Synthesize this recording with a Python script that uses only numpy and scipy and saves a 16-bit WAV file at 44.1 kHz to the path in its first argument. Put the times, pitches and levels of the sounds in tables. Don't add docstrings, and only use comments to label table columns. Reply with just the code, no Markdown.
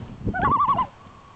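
import sys
import numpy as np
from scipy import signal
from scipy.fft import rfft, irfft
from scipy.io import wavfile
from scipy.ndimage import uniform_filter1d

SR = 44100
rng = np.random.default_rng(int(sys.argv[2]) if len(sys.argv) > 2 else 0)


def master_out(mix):
    frames = np.transpose(np.atleast_2d(mix))
    ceiling = np.clip(frames, -1, 1)
    pcm = np.round(ceiling * 32767).astype(np.int16)
    wavfile.write(sys.argv[1], SR, pcm)


N = 59535
T = np.arange(N) / SR


def from_db(db):
    return 10 ** (np.asarray(db) / 20)


def unit_rms(x):
    return x / np.sqrt(np.mean(x ** 2) + 1e-20)


def automation(rows):
    times, *columns = np.transpose(rows)
    return [np.interp(T, times, column) for column in columns]


def filtered(x, hz, kind="low", order=2):
    return signal.sosfilt(signal.butter(order, hz, kind, fs=SR, output="sos"), x)


def drift(hz):
    return unit_rms(filtered(rng.standard_normal(2 * N), hz)[N:])


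def coloured_noise(eq):
    hz, db = np.transpose(eq)
    bins_hz = np.maximum(np.fft.rfftfreq(N, 1 / SR), 1)
    gain = from_db(np.interp(np.log(bins_hz), np.log(hz), db))
    return unit_rms(irfft(rfft(rng.standard_normal(N)) * gain, N))


# freq_hz, gain_db
GUST_EQ = [(25, -21), (50, -5), (80, -1.5), (120, 3), (160, 0), (230, 1.5), (330, -10.5), (500, -16.5),
           (750, -33.5), (1500, -47.5), (4000, -66.5)]
RUMBLE_EQ = [(15, -4), (40, -6), (70, 0), (110, -1), (200, -9), (320, -26), (800, -55)]
# time_s, level_db
GUST_LEVELS = [(0, -39.5), (.022, -33), (.032, -35), (.05, -41), (.09, -43.5), (.099, -36), (.135, -37.5),
               (.18, -53), (.205, -44), (.217, -32), (.235, -38), (.26, -28), (.272, -21.5), (.292, -19),
               (.306, -29.5), (.335, -37), (.38, -39), (.398, -26.5), (.42, -36), (.435, -19.5),
               (.455, -33.5), (.484, -24), (.514, -26), (.53, -44.5), (.572, -31), (.595, -44.5),
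               (.668, -55.5), (.686, -30), (.725, -48), (.748, -28.5), (.795, -39), (.82, -32),
               (.846, -40.5), (.862, -55), (1.03, -63), (1.065, -55), (1.09, -52), (1.19, -55.5),
               (1.23, -60.5), (1.35, -61)]
RUMBLE_LEVELS = [(0, -45), (.5, -47.5), (.83, -41), (.9, -57), (1.35, -57)]
# centre_s, peak_db, width_s
BUFFETS = [(.027, -31.5, 0.0015), (0.1, -29, .0012), (.435, -17.5, 0.00046), (.476, -17.5, 0.00046),
           (.483, -18, 0.00023), (.516, -18.5, .0005), (.574, -28.5, 0.00032), (.689, -29.5, 0.00037),
           (.748, -30, 0.00064), (1.069, -37, 0.001)]


def wind():
    eddies = coloured_noise(GUST_EQ)
    eddies /= np.sqrt(uniform_filter1d(eddies ** 2, int(0.022 * SR)) + 1e-9)
    gusts = from_db(automation(GUST_LEVELS)[0]) * eddies
    rumble = from_db(automation(RUMBLE_LEVELS)[0]) * coloured_noise(RUMBLE_EQ)
    pulses = np.zeros(N)
    for centre_s, peak_db, width_s in BUFFETS:
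        offset = (T - centre_s) / width_s
        pulses += from_db(peak_db) * (1 - offset ** 2 / 2) * np.exp(-offset ** 2 / 4)
    return gusts + rumble + pulses


# freq_hz, gain_db
WASH_EQ = [(100, 7.5), (300, -0.5), (600, 1.5), (950, 3), (1500, -5.5), (2200, -9), (3200, -9),
           (4200, -26.5), (8000, -49)]
# time_s, level_db
WASH_LEVELS = [(0, -45.5), (.12, -49), (.2, -51.5), (.5, -47.5), (.6, -63), (.65, -65.5), (.69, -37),
               (.75, -49.5), (.81, -39), (.87, -47.5), (.95, -49.5), (1.1, -50), (1.35, -51)]
# start_s, level_db, low_hz, high_hz, t60_s
SPLASHES = [(0.078, -46.5, 2100, 3150, 0.027), (.416, -30.5, 2300, 3285, 0.01),
            (0.513, -35.5, 500, 2900, .016), (0.679, -48, 450, 3316, 0.12),
            (1.071, -51.5, 2800, 3500, 0.022)]


def water():
    out = from_db(automation(WASH_LEVELS)[0]) * coloured_noise(WASH_EQ)
    for start_s, level_db, low_hz, high_hz, t60_s in SPLASHES:
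        envelope = from_db(level_db - 60 * np.abs(T - start_s) / t60_s) * (T >= start_s)
        burst = rng.standard_normal(N) * envelope + 1e-18
        band = filtered(filtered(burst, high_hz, order=12), low_hz, "high", order=4)
        out += band * np.sqrt(SR / 2 / (high_hz - low_hz))
    return out


def gate(start_s, end_s, edge_s=0.0025):
    return .25 * (1 + np.tanh(2 * (T - start_s) / edge_s)) * (1 + np.tanh(2 * (end_s - T) / edge_s))


def voice_phase(hz, jitter=0.00079):
    return 2 * np.pi * np.cumsum(hz * (1 + jitter * drift(hz=148))) / SR


# time_s, pitch_hz, fundamental_db, octave_db, edge_db
LOW_NOTES = [
    [(.334, 669.7, -55.5, -64, -78), (.343, 695, -27, -47, -73), (.350, 723, -32.5, -32, -72),
     (.360, 747, -29, -26.5, -60.5), (.371, 762.3, -27, -28.5, -64.5), (.385, 742.6, -30.5, -28.5, -55),
     (.398, 683, -22.5, -40, -66.5), (.408, 707, -33, -52.5, -73), (.419, 721, -25.5, -32.5, -62.5),
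     (.435, 811, -23.5, -25, -44.5), (.443, 865, -23.5, -29, -47.5), (.452, 849, -26.5, -41, -63),
     (.474, 808, -37, -53.5, -74), (.486, 800, -58, -72, -78.5)],
    [(.399, 884, -45.5, -73, -78), (.406, 918, -36, -62.5, -82), (.418, 870, -51, -67.5, -82)],
    [(.607, 900, -50, -65, -82), (.628, 844, -49.5, -63.5, -69.5), (.655, 722, -57, -66, -70)],
    [(.752, 720, -56, -51.5, -68), (.765, 648.4, -29.5, -48.5, -70.5), (.776, 707, -22.5, -50, -40),
     (.786, 722.5, -40.5, -48, -48.5), (.802, 793, -42.5, -52.5, -60)],
    [(.838, 624, -56, -75, -81), (.852, 597.5, -43, -67.5, -83), (.868, 558, -47.5, -74, -87.5),
     (.89, 563, -46, -80.5, -87)],
]
# harmonic, gain_db (relative to edge_db)
EDGE_PARTIALS = [(4, -1.5), (5, -19), (6, -28.5)]
# high_multiple, low_multiple, gain_db (relative to fundamental_db)
SIDEBANDS = [(1, 1, -11), (2, -1, -1), (1, 2, -24.5), (2, 1, -26.5)]


def low_notes(high_gate, high_phase):
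    out = np.zeros(N)
    for note in LOW_NOTES:
        pitch_hz, fundamental_db, octave_db, edge_db = automation(note)
        phase = voice_phase(pitch_hz)
        sidebands = sum(from_db(db) * np.sin(j * high_phase + k * phase) for j, k, db in SIDEBANDS)
        body = from_db(fundamental_db) * (np.sin(phase) + high_gate * sidebands)
        reed = from_db(octave_db) * (np.sin(2 * phase) + from_db(-26) * np.sin(3 * phase))
        edge = from_db(edge_db) * sum(from_db(db) * np.sin(k * phase) for k, db in EDGE_PARTIALS)
        out += gate(note[0][0], note[-1][0]) * (body + reed + edge)
    return out


# harmonic, gain_db
OVERTONES = [(2, -29.5), (3, -32), (4, -48.5)]
# freq_hz, gain_db
THROAT_EQ = [(1650, -15), (2050, 1), (2400, -14.5), (2600, -11), (2850, 4.5), (3150, -10), (3450, -4),
             (4000, -17.5), (5000, -14.5)]


def throat_overtones(pitch_hz, phase, flicker_db=2.5):
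    out = np.zeros(N)
    for harmonic, gain_db in OVERTONES:
        throat_db = np.interp(harmonic * pitch_hz, *np.transpose(THROAT_EQ))
        out += from_db(gain_db + throat_db + flicker_db * drift(hz=71)) * np.sin(harmonic * phase)
    return out


# crest_s, pitch_hz, level_db, half_width_s
ARCHES = [(0.453, 1148, -18.5, 0.044), (0.536, 1180, -17.5, 0.043), (.622, 1188, -17.5, .045),
          (0.708, 1142, -17, 0.038), (.801, 1044, -19.5, 0.036)]
# start_s, end_s
HIGH_SPANS = [(0.447, .764), (.784, .851)]


def high_voice(rest_hz=803.6, glide_s=0.017, sag_loss_db=13, shimmer_db=0.73, brighten_db_per_s=23):
    crest_s, crest_hz, crest_db, half_width_s = np.transpose(ARCHES)
    arches = np.maximum(1 - ((T - crest_s[:, None]) / half_width_s[:, None]) ** 2, 0)
    lift_hz = (arches * (crest_hz - rest_hz)[:, None]).max(0)
    glide = int(glide_s * SR)
    pitch_hz = rest_hz + uniform_filter1d(lift_hz, glide)
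    phase = voice_phase(pitch_hz)
    sag = np.clip(1 - uniform_filter1d(arches.max(0), glide), 0, 1)
    sag_db = -sag_loss_db * np.minimum(sag / 0.81, 1) ** 1.98
    fundamental = from_db(sag_db) * np.sin(phase)
    overtone_db = 0.26 * sag_db + brighten_db_per_s * (T - crest_s.mean())
    overtones = from_db(overtone_db) * throat_overtones(pitch_hz, phase)
    level = from_db(np.interp(T, crest_s, crest_db) + shimmer_db * drift(hz=84))
    sounding = sum(gate(*span) for span in HIGH_SPANS)
    return sounding * level * (fundamental + overtones), sounding, phase


def tremolo_call(rasp_db=-41.5):
    high, high_gate, high_phase = high_voice()
    tones = high + low_notes(high_gate, high_phase)
    rasp = 1 + from_db(rasp_db) * drift(hz=596)
    return np.sqrt(2) * tones * rasp


# freq_hz, gain_db
SHORE_EQ = [(500, -10.5), (850, -2.5), (1040, -1.5), (1110, 6), (1180, -1), (1400, -2.5), (3000, -11)]


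def lake_echo(call, scatter_db=-21, scatter_t60_s=0.25, shore_db=-41.5, shore_t60_s=1.56):
    scatter = rng.standard_normal(N) * from_db(-60 * T / scatter_t60_s)
    since_echo_s = T - 0.44
    fade_in = np.clip(since_echo_s / 0.043, 0, 1)
    shore = coloured_noise(SHORE_EQ) * fade_in * from_db(-60 * since_echo_s / shore_t60_s)
    impulse = from_db(scatter_db) * unit_rms(scatter) + from_db(shore_db) * unit_rms(shore)
    return signal.fftconvolve(call, impulse / np.sqrt(N))[:N]


def scene():
    call = tremolo_call()
    return (wind() + water() + call + lake_echo(call))[None]


def record(dry, hiss_db=-67, whine_db=-77.5, whine_hz=4390, cutoff_hz=8100):
    hiss = from_db(hiss_db) * unit_rms(filtered(rng.standard_normal(N), cutoff_hz, order=8))
    whine = from_db(whine_db) * np.sqrt(2) * np.sin(2 * np.pi * whine_hz * T)
    return filtered(dry + hiss + whine, cutoff_hz, order=24)


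dry = scene()
out = record(dry)
master_out(out)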